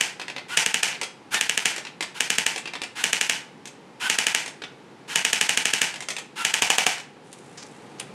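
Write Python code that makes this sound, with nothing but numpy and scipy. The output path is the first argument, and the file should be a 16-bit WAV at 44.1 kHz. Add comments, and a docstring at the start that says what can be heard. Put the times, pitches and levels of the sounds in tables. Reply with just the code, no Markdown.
"""Electric airsoft rifle, close, firing full-auto bursts on a wooden porch: the piston cracks (filtered
impulses), the gearbox rattles and rings (noise, decaying sines), the spring thumps, the gears whine.
Distant pellets tap a target (noise bursts, decaying sines). The last four shots pop hollow: empty magazine.
The rifle is raised with knocks and rubs (noise bursts). Behind lies the hush of a yard (coloured noise).
A look-ahead limiter ducks the peaks."""
import sys
import numpy as np
from scipy import signal
from scipy.fft import rfft, irfft
from scipy.io import wavfile
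from scipy.ndimage import uniform_filter1d, minimum_filter1d

SR = 44100
rng = np.random.default_rng(int(sys.argv[2]) if len(sys.argv) > 2 else 0)


def unload_wav(signal):
    """Save mono or channel-first audio to the path in sys.argv[1] as 16-bit WAV at rate SR, clipped to [-1, 1]."""
    wavfile.write(
        sys.argv[1],
        SR,
        np.round(np.clip(np.atleast_2d(signal).T, -1, 1) * 32767).astype(np.int16),
    )


N = 358964
TIME = np.arange(N) / SR

# trigger pulls: (motor start [s], first shot [s], first cycle [s], last shot [s], rattle [dB],
# extra rattle of first shot [dB], of last shot [dB], gears [dB], whine [dB], top whine pitch [Hz])
BURSTS = [(-.18, -.08, .091, .011, -3, 0, .5, -32, -30, 1460),
          (.48, .574, .089, .8326, -4.5, 7.5, 5, -34.5, -28.5, 1456),
          (1.306, 1.412, .0842, 1.657, -6.5, 3, 6.5, -30.5, -27, 1820),
          (2.141, 2.207, .0966, 2.4656, -3, 0, 0, -36, -41, 1475),
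          (2.951, 3.041, .0908, 3.2975, -2, 0, 0, -31.5, -39, 1464),
          (3.996, 4.1, .0877, 4.349, -1.8, .5, -.5, -29, -25.5, 1533),
          (5.076, 5.159, .0919, 5.8175, -1.3, .5, 1.5, -32.3, -40, 1450),
          (6.354, 6.451, .0902, 6.8666, -1, 0, .5, -32, -30, 1392)]
CYCLE_S = .081  # one gearbox turn at full speed
EMPTY_FROM_S = 6.6  # shots after this have no pellet
# piston force, its spread from shot to shot, extra rattle without a pellet
STRIKE_DB, SHOT_SPREAD_DB, EMPTY_SHOT_DB = -1.46, 0.73, 1.5
# lesser contacts and early echoes of a shot: (time from piston strike [s], level re strike [dB])
CONTACTS = [(-.0018, -13.5), (.003, -12), (.0047, -11.5), (0.0115, -14), (0.0162, -12.5), (.0255, -19.5),
            (.0292, -23), (0.036, -21.5)]
# piston strike spectrum: (frequency [Hz], relative level [dB])
CRACK_SPECTRUM = [(60, -34), (300, -21), (650, -12.5), (1100, -16.5), (1700, -1.5), (2200, -2), (2850, 3.5),
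                  (3700, -8.5), (4800, -13.5), (6600, -3.5), (9000, -6.5), (12000, -27), (14000, -21),
                  (16500, -42)]
# rattle spectrum: (frequency [Hz], relative level [dB])
RATTLE_SPECTRUM = [(60, -32.5), (160, -5.5), (260, -8), (450, -10.5), (600, -10), (860, -1.5), (1130, -11),
                   (1550, -1.5), (2400, 2.5), (3100, -0.5), (3800, -6), (6000, -2.5), (9000, -8),
                   (12000, -18), (16000, -45)]
# gearbox and barrel modes: (frequency [Hz], relative level [dB], t60 [s])
GEARBOX_MODES = [(904, -0.5, 0.2), (1860, 0, 0.13), (1720, -11.5, 0.14), (1920, -18, .2), (2294, -11, .2),
                 (2290, 3.5, 0.24), (2450, -16.5, .2), (2454, 12.5, 0.077), (2570, -17, .15),
                 (2950, -6.5, 0.47), (2960, 13, 0.14), (5100, -5.5, 0.13), (5830, -1, 0.13),
                 (5800, -9, .15)]
# recoil spectrum: (frequency [Hz], relative level [dB])
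THUMP_SPECTRUM = [(25, -11), (70, -10.5), (130, -4), (200, 5), (320, -5), (450, 4), (900, -26),
                  (4000, -56.5)]
# hollow pop spectrum: (frequency [Hz], relative level [dB])
HOLLOW_SPECTRUM = [(60, -37), (200, -13.5), (400, -8.5), (560, -10.5), (780, -2.5), (1000, -4),
                   (1500, -21.5), (2500, -6), (3600, -14), (7000, -18), (16000, -36)]
# gear noise spectrum: (frequency [Hz], relative level [dB])
GEAR_SPECTRUM = [(60, -24), (250, -13), (580, -19), (880, 4.5), (1130, -6), (1500, 3.5), (2000, -1.5),
                 (2900, 2.5), (3800, -4.5), (5000, -8), (7500, -9), (10000, -11.5), (13000, -26),
                 (16000, -36)]
RUNNING_DB = -8.0  # gears at full speed, relative to the start from rest
# the gears squeal while winding, then slip with a snap
SLIP_S, SLIP_CRACK_DB, SLIP_RATTLE_DB = 1.3448, -15.5, -9
# pellets on the target, about a third of a second after their shots:
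# (time [s], relative level [dB], relative treble [dB], relative knock [dB])
PELLET_HITS = [(.1965, -15, -25.5, -31), (.281, -17, -26, -33), (.363, -15.5, -29.5, -24),
               (.928, -19, -34, -26), (1.0135, -12, -18.5, -14), (1.762, -15, -18.5, -31),
               (1.85, -19.5, -26, -24), (2.007, -11, -20, -35), (2.56, -14.5, -19.5, -15),
               (2.656, -16, -27.5, -27), (2.735, -15, -26.5, -42), (2.817, -15.5, -20.5, -16),
               (3.655, -26, -13.5, -27.5), (4.46, -19, -18, -30), (4.619, -17, -30, -22),
               (5.94, -20, -19.5, -29.5), (6.005, -19, -19, -24), (6.0857, -13, -16, -27),
               (6.165, -16, -18.5, -24), (6.981, -25, -17.5, -22)]
# target tap spectrum: (frequency [Hz], relative level [dB])
TARGET_SPECTRUM = [(60, -23.5), (350, -7), (580, -9), (850, -3), (1200, -8), (1700, -3), (2500, 1),
                   (3700, -1), (6000, -2.5), (9500, -16.5), (12000, -32.5), (16000, -47)]
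# hollow body of the target: (frequency [Hz], relative level [dB], t60 [s])
KNOCK_MODES = [(296, -4, .08), (365, -2, .08), (440, 1, 0.077), (550, -2, .06), (775, 1, 0.062),
               (930, -5, .06)]
PING_S = 1.016  # one pellet strikes metal
# the struck metal: (frequency [Hz], mean level [dB], t60 [s])
PING_MODES = [(825, -50, 0.22), (2454, -44, 0.2), (3286, -39, .26), (3300, -41, .22), (4970, -34, 0.2)]
# handling knocks and rubs: (time [s], relative level [dB], rise constant [s], decay constant [s], centre [Hz])
HANDLING_EVENTS = [(7.167, -36, 0.0013, 0.0038, 1000), (7.201, -59.5, 0.22, 0.41, 7900),
                   (7.328, -34.5, .003, 0.0036, 8000), (7.572, -42.5, 0.016, 0.031, 5650),
                   (7.72, -54.5, .004, 0.012, 8000), (7.984, -45, 0.0026, 0.0072, 5000),
                   (7.997, -26, 0.00083, 0.0051, 8200), (7.997, -35.5, 0.00072, 0.016, 2800)]
# porch and yard reverberation: (frequency [Hz], t60 [s])
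PORCH_T60 = [(150, 0.11), (900, 0.42), (2500, 0.38), (6000, 0.31), (12000, 0.25)]
# outdoor background spectrum: (frequency [Hz], relative level [dB])
YARD_SPECTRUM = [(15, -38), (25, -29), (53, -29), (84, -23), (134, -4), (476, -5.5), (641, -15), (840, -8),
                 (988, -13.5), (1070, -15), (1520, -18), (2350, -20), (9840, -37.5), (12500, -50),
                 (16000, -78.5)]
# outdoor background: (time [s], level [dB])
YARD_LEVEL = [(0, -48.5), (5, -47.5), (7.15, -49), (7.5, -46), (8.14, -43.5)]
CUTOFF_HZ = 16500


def shot_times(first_s, first_cycle_s, last_s):
    """Slow first cycle as the motor gathers speed, then even shots; the last falls as it coasts."""
    second_s = first_s + first_cycle_s
    even_count = round((last_s - second_s) / CYCLE_S)
    return np.r_[first_s, second_s + CYCLE_S * np.arange(even_count), last_s]


def fire():
    """Every piston strike, as rows (time [s], crack [dB], rattle [dB]); force varies from shot to shot."""
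    shots = []
    for _, first_s, first_cycle_s, last_s, rattle_db, first_db, last_db, *_ in BURSTS:
        for s in shot_times(first_s, first_cycle_s, last_s):
            force_db = rng.normal(0, SHOT_SPREAD_DB)
            extra_db = first_db * (s == first_s) + last_db * (s == last_s)
            extra_db += EMPTY_SHOT_DB * (s > EMPTY_FROM_S)
            shots.append((s, STRIKE_DB + force_db, rattle_db + force_db + extra_db))
    return np.array(shots)


def cracks(strikes, rebound_cut_hz=4500):
    """The piston strikes sharply; duller contacts follow at nearly the same delays each cycle."""
    s, crack_db, _ = strikes.T
    rebounds = np.zeros(N)
    for lag_s, db in CONTACTS:
        times = s + lag_s + rng.normal(0, .00008, len(s))
        rebounds += clicks(times, crack_db + db + rng.normal(0, 1.5, len(s)))
    hits = clicks(s, crack_db) + band(rebounds, 74, rebound_cut_hz)
    # the casing smears each strike over a few swings: all-pass, started 10 samples early
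    _, a = signal.iirpeak(3000, .9, fs=SR)
    smeared = signal.lfilter(a[::-1], a, np.roll(hits, -10))
    return from_db(19.5) * colour(smeared, CRACK_SPECTRUM)


def rattle(strikes, shake_db=10.0, loose_db=10.0, wash_db=11.3, ring_db=7.5):
    """Each strike shakes the rifle, rings the gearbox and fills the porch, partly alike every time."""
    noise, ring = np.zeros(N), np.zeros(N)
    alike = unit_energy(burst(rise_s=0.0006, decay_s=0.0073))
    usual_wash, *washes = porch(count=len(strikes) + 1)
    for (s, _, db), wash in zip(strikes, washes):
        loose = unit_energy(burst(rise_s=0.0028, decay_s=0.012))
        add(noise, s - .002, from_db(db + shake_db) * alike)
        add(noise, s - .006, from_db(db + loose_db) * loose)
        add(noise, s, from_db(db + wash_db) * (.65 * usual_wash + .76 * wash))
        add(ring, s, from_db(db + ring_db) * unit_energy(ringing(GEARBOX_MODES)))
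    return colour(noise, RATTLE_SPECTRUM) + ring


def spring(s, thump_db=-2.0, surge_s=.0108, surge_db=-5.0, loss_db=6.5, spread_db=1.2):
    """The rifle recoils with a thump; the released spring surges to and fro, weaker each time."""
    db = thump_db + rng.normal(0, spread_db, len(s))
    thumps = clicks(s + 0.003, db)
    for k in range(1, 5):
        thumps += clicks(s + 0.00838 + k * surge_s, db + surge_db - loss_db * k)
    return colour(thumps, THUMP_SPECTRUM)


def empty_barrel(times, pop_db=11.0, air_db=-0.5, puff_db=-2.0, puff_low_hz=70, puff_high_hz=800):
    """With no pellet to stop it, air leaves the barrel in a hollow pop; the first adds a deep puff."""
    pops, puff = np.zeros(N), np.zeros(N)
    empty = times[times > EMPTY_FROM_S]
    for s in empty:
        add(pops, s - .0004, [1])
        add(pops, s, from_db(air_db) * unit_energy(burst(rise_s=0.00056, decay_s=0.0078)))
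    deep = band(burst(rise_s=.002, decay_s=.016), puff_low_hz, puff_high_hz)
    add(puff, empty[0], from_db(puff_db) * unit_energy(deep))
    return from_db(pop_db) * colour(pops, HOLLOW_SPECTRUM) + puff


def motor(spin_up_s=0.018, sag=.17, overtone_db=-7.0, pinion=1.46, pinion_db=-10.0):
    """Gear noise pulses at mesh rate, slower as the spring tightens; the start is louder and whines."""
    gears, whine = np.zeros(N), np.zeros(N)
    for start_s, first_s, first_cycle_s, last_s, *_, gear_db, whine_db, top_hz in BURSTS:
        marks = np.r_[start_s, shot_times(first_s, first_cycle_s, last_s)]
        for k, (begin_s, end_s) in enumerate(zip(marks, marks[1:])):
            t = TIME[:round((end_s - begin_s) * SR)]
            wound = t / t[-1]
            effort = (1 - np.exp(-t / spin_up_s)) * from_db(RUNNING_DB * (k > 0))
            mesh_hz = top_hz * (1 - sag * (2 * wound - 1.25) ** 2)
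            rough_hz = mesh_hz * (1 + 0.18 * rng.standard_normal(len(t)))
            phase = 2 * np.pi * np.cumsum(rough_hz) / SR
            grind = rng.standard_normal(len(t)) * (1 + 0.55 * np.cos(phase))
            add(gears, begin_s, from_db(gear_db) * effort * grind)
            if k == 0:
                # the faster pinion sings first, the main gear as it takes the load
                main = np.sin(phase) + from_db(overtone_db) * np.sin(2 * phase)
                main = main * np.exp(-((wound - .66) / 0.33) ** 2)
                small = from_db(pinion_db) * np.sin(pinion * phase) * np.exp(-((wound - .35) / .2) ** 2)
                add(whine, begin_s, from_db(whine_db) * effort * (main + small))
    return colour(gears, GEAR_SPECTRUM) + whine


def squeal(hz=1520, db=-24.0, swell_s=0.032, decay_s=.007, rough=0.698, scrape_db=-2.5):
    """Straining teeth squeal and scrape louder and louder until they slip."""
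    t = TIME - SLIP_S
    strain = np.clip(1 + t / swell_s, 0, 1) * np.exp(-np.clip(t / decay_s, 0, 20))
    phase = 2 * np.pi * np.cumsum(hz * (1 + rough * rng.standard_normal(N))) / SR
    scrape = band(rng.standard_normal(N), 4000, 10300)
    return from_db(db) * strain * (np.sin(phase) + from_db(scrape_db) * scrape)


def pellets(echo_s=0.018, echo_db=-2.5, tick_db=17.0, treble_db=23.0, tap_db=-8.5, knock_db=-9.5,
            ring_db=-21.0, ring_s=0.012, ring_hz=2450, ring_spread=0.0787):
    """Tick, tap and echo from the distant target; each hit has its own brightness, knock and ring."""
    taps, body, t = np.zeros(N), np.zeros(N), TIME[:12000]
    for s, db, hit_treble_db, hit_knock_db in PELLET_HITS:
        for lag_s, lag_db, decay_s in ((0, 0, .004), (echo_s, echo_db, .008)):
            tap = burst(rise_s=0.00068, decay_s=decay_s)
            add(tap, .001, [from_db(tick_db)])
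            treble = from_db(hit_treble_db + treble_db) * band(tap, 7400, 13700)
            add(taps, s + lag_s, from_db(db + lag_db) * (band(tap, 210, 3300) + treble))
        hz = ring_hz * np.exp(rng.normal(0, ring_spread))
        add(body, s, from_db(db + ring_db) * np.exp(-t / ring_s) * np.sin(2 * np.pi * hz * t))
        add(body, s, from_db(db + hit_knock_db + knock_db) * ringing(KNOCK_MODES))
    add(body, PING_S, ringing(PING_MODES))
    return from_db(tap_db) * colour(taps, TARGET_SPECTRUM) + body


def handling(top_hz=11000, body_db=-2.5, grain_db=4.0):
    """Plastic parts knock, and hands and cloth slide in small catches, as the rifle is raised."""
    out = np.zeros(N)
    for s, db, rise_s, decay_s, hz in HANDLING_EVENTS:
        bright = band(burst(rise_s, decay_s, size=44100), hz / 1.29, hz * 1.26)
        dull = band(burst(rise_s, decay_s, size=44100), hz / 5, hz / 1.7)
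        # narrower bands pass less noise: make up the level
        add(out, s, from_db(db) * np.sqrt(SR / hz) * (bright + from_db(body_db) * dull))
    catches = uniform_filter1d(rng.standard_normal(N), size=200)
    grip = from_db(grain_db * catches / catches.std())
    low_pass = signal.butter(6, min(top_hz, SR / 3), fs=SR, output="sos")
    return signal.sosfilt(low_pass, out * grip / np.sqrt(np.mean(grip ** 2)))


def porch(count, build_s=0.0021, lumpy_db=8.5, blend_s=0.056, size=18000):
    """Responses of boards, walls and roof, one a row: separate echoes blend into a tail, t60 by band."""
    t, tail = TIME[:size], 0
    edges_hz = np.geomspace(60, 19000, 9)
    white = rng.standard_normal((2, count, size))
    for k, (low_hz, high_hz) in enumerate(zip(edges_hz, edges_hz[1:])):
        t60_s = at_hz(PORCH_T60, np.sqrt(low_hz * high_hz))
        tail = tail + band(white[k % 2], low_hz, high_hz) * from_db(-60 * t / t60_s)
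    lumps = uniform_filter1d(rng.standard_normal((count, size)), size=70)
    echoes = from_db(lumpy_db * np.tanh(lumps / lumps.std()) * np.exp(-t / blend_s))
    # unit energy over all rows, times sqrt(count): about 1 a row
    return np.sqrt(count) * unit_energy(tail * echoes * (1 - np.exp(-t / build_s)))


def yard():
    """Outdoor hush: coloured noise with a slowly drifting level."""
    level_db = np.interp(TIME, *np.transpose(YARD_LEVEL))
    return colour(rng.standard_normal(N), YARD_SPECTRUM) * from_db(level_db)


def from_db(db):
    """Decibels to gain."""
    return 10 ** (np.asarray(db) / 20)


def unit_energy(x):
    """Scale to a total energy of 1."""
    return x / np.sqrt(np.sum(x ** 2) + 1e-20)


def at_hz(points, hz):
    """Read a table on a log-frequency axis."""
    table_hz, values = np.array(points).T
    return np.interp(np.log(np.maximum(hz, 1)), np.log(table_hz), values)


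def add(out, s, sound):
    """Mix a sound in at time s, cut at the ends."""
    start = round(s * SR)
    low, high = max(start, 0), min(start + len(sound), len(out))
    if high > low:
        out[low:high] += sound[low - start:high - start]


def through(x, response):
    """Pass a sound through an impulse response."""
    return signal.fftconvolve(x, response)[:len(x)]


def band(x, low_hz, high_hz):
    """Keep one band of frequencies."""
    band_pass = signal.butter(2, [low_hz, min(high_hz, SR * 9 / 20)], "band", fs=SR, output="sos")
    return signal.sosfilt(band_pass, x)


def colour(x, spectrum, size=4096):
    """Causal (minimum-phase) filter with the given spectrum; white noise keeps its level."""
    gains = from_db(at_hz(spectrum, np.arange(size // 2 + 1) * SR / size))
    cepstrum = irfft(np.log(gains))
    # fold the cepstrum onto positive time
    fold = 1 + np.sign(size // 2 - np.arange(size))
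    fold[0] = 1
    return through(x, unit_energy(irfft(np.exp(rfft(cepstrum * fold)))))


def clicks(times, db):
    """One impulse at each time, at its level."""
    out = np.zeros(N)
    for s, gain in zip(times, from_db(db)):
        add(out, s, [gain])
    return out


def burst(rise_s, decay_s, size=12000):
    """Noise that swells and dies away; rms 1 at its top."""
    t = TIME[:size]
    shape = (1 - np.exp(-t / rise_s)) * np.exp(-t / decay_s)
    return shape / shape.max() * rng.standard_normal(size)


def ringing(modes, spread_db=2.5, size=16000):
    """Decaying sines; every blow excites each mode a little differently."""
    t, out = TIME[:size], np.zeros(size)
    for hz, db, t60_s in modes:
        decay = from_db(db + rng.normal(0, spread_db) - 60 * t / t60_s)
        out += decay * np.sin(2 * np.pi * (hz * t + rng.random()))
    return out


def scene():
    """Rifle, target and hands, direct and off the porch, over the hush of the yard."""
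    shots = fire()
    shot_s = shots[:, 0]
    strikes = np.vstack([shots, (SLIP_S, SLIP_CRACK_DB, SLIP_RATTLE_DB)])
    pop, gears, taps, hands = empty_barrel(shot_s), motor() + squeal(), pellets(), handling()
    direct = cracks(strikes) + rattle(strikes) + spring(shot_s) + pop + gears + taps + hands
    sent = from_db(-10) * pop + from_db(-6.5) * gears + from_db(-4.0) * taps + from_db(-9.5) * hands
    return (direct + through(sent, porch(count=1)[0]) + yard())[None]


def record(dry, ceiling_db=-0.5, attack_db_per_s=426.0, release_db_per_s=209.0):
    """A look-ahead limiter ducks ahead of each peak and recovers after it; a low-pass cuts the top."""
    over_db = np.maximum(20 * np.log10(np.abs(dry[0]) + 1e-9) - ceiling_db, 0)
    release, attack = release_db_per_s * TIME, attack_db_per_s * TIME
    after = np.maximum.accumulate(over_db + release) - release
    before = np.maximum.accumulate((over_db - attack)[::-1])[::-1] + attack
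    held_db = minimum_filter1d(-np.maximum(before, after), size=441)
    gain_db = uniform_filter1d(held_db, size=441)
    low_pass = signal.cheby2(16, 60, CUTOFF_HZ, fs=SR, output="sos")
    return signal.sosfilt(low_pass, dry * from_db(gain_db))


dry = scene()
out = record(dry)
unload_wav(out)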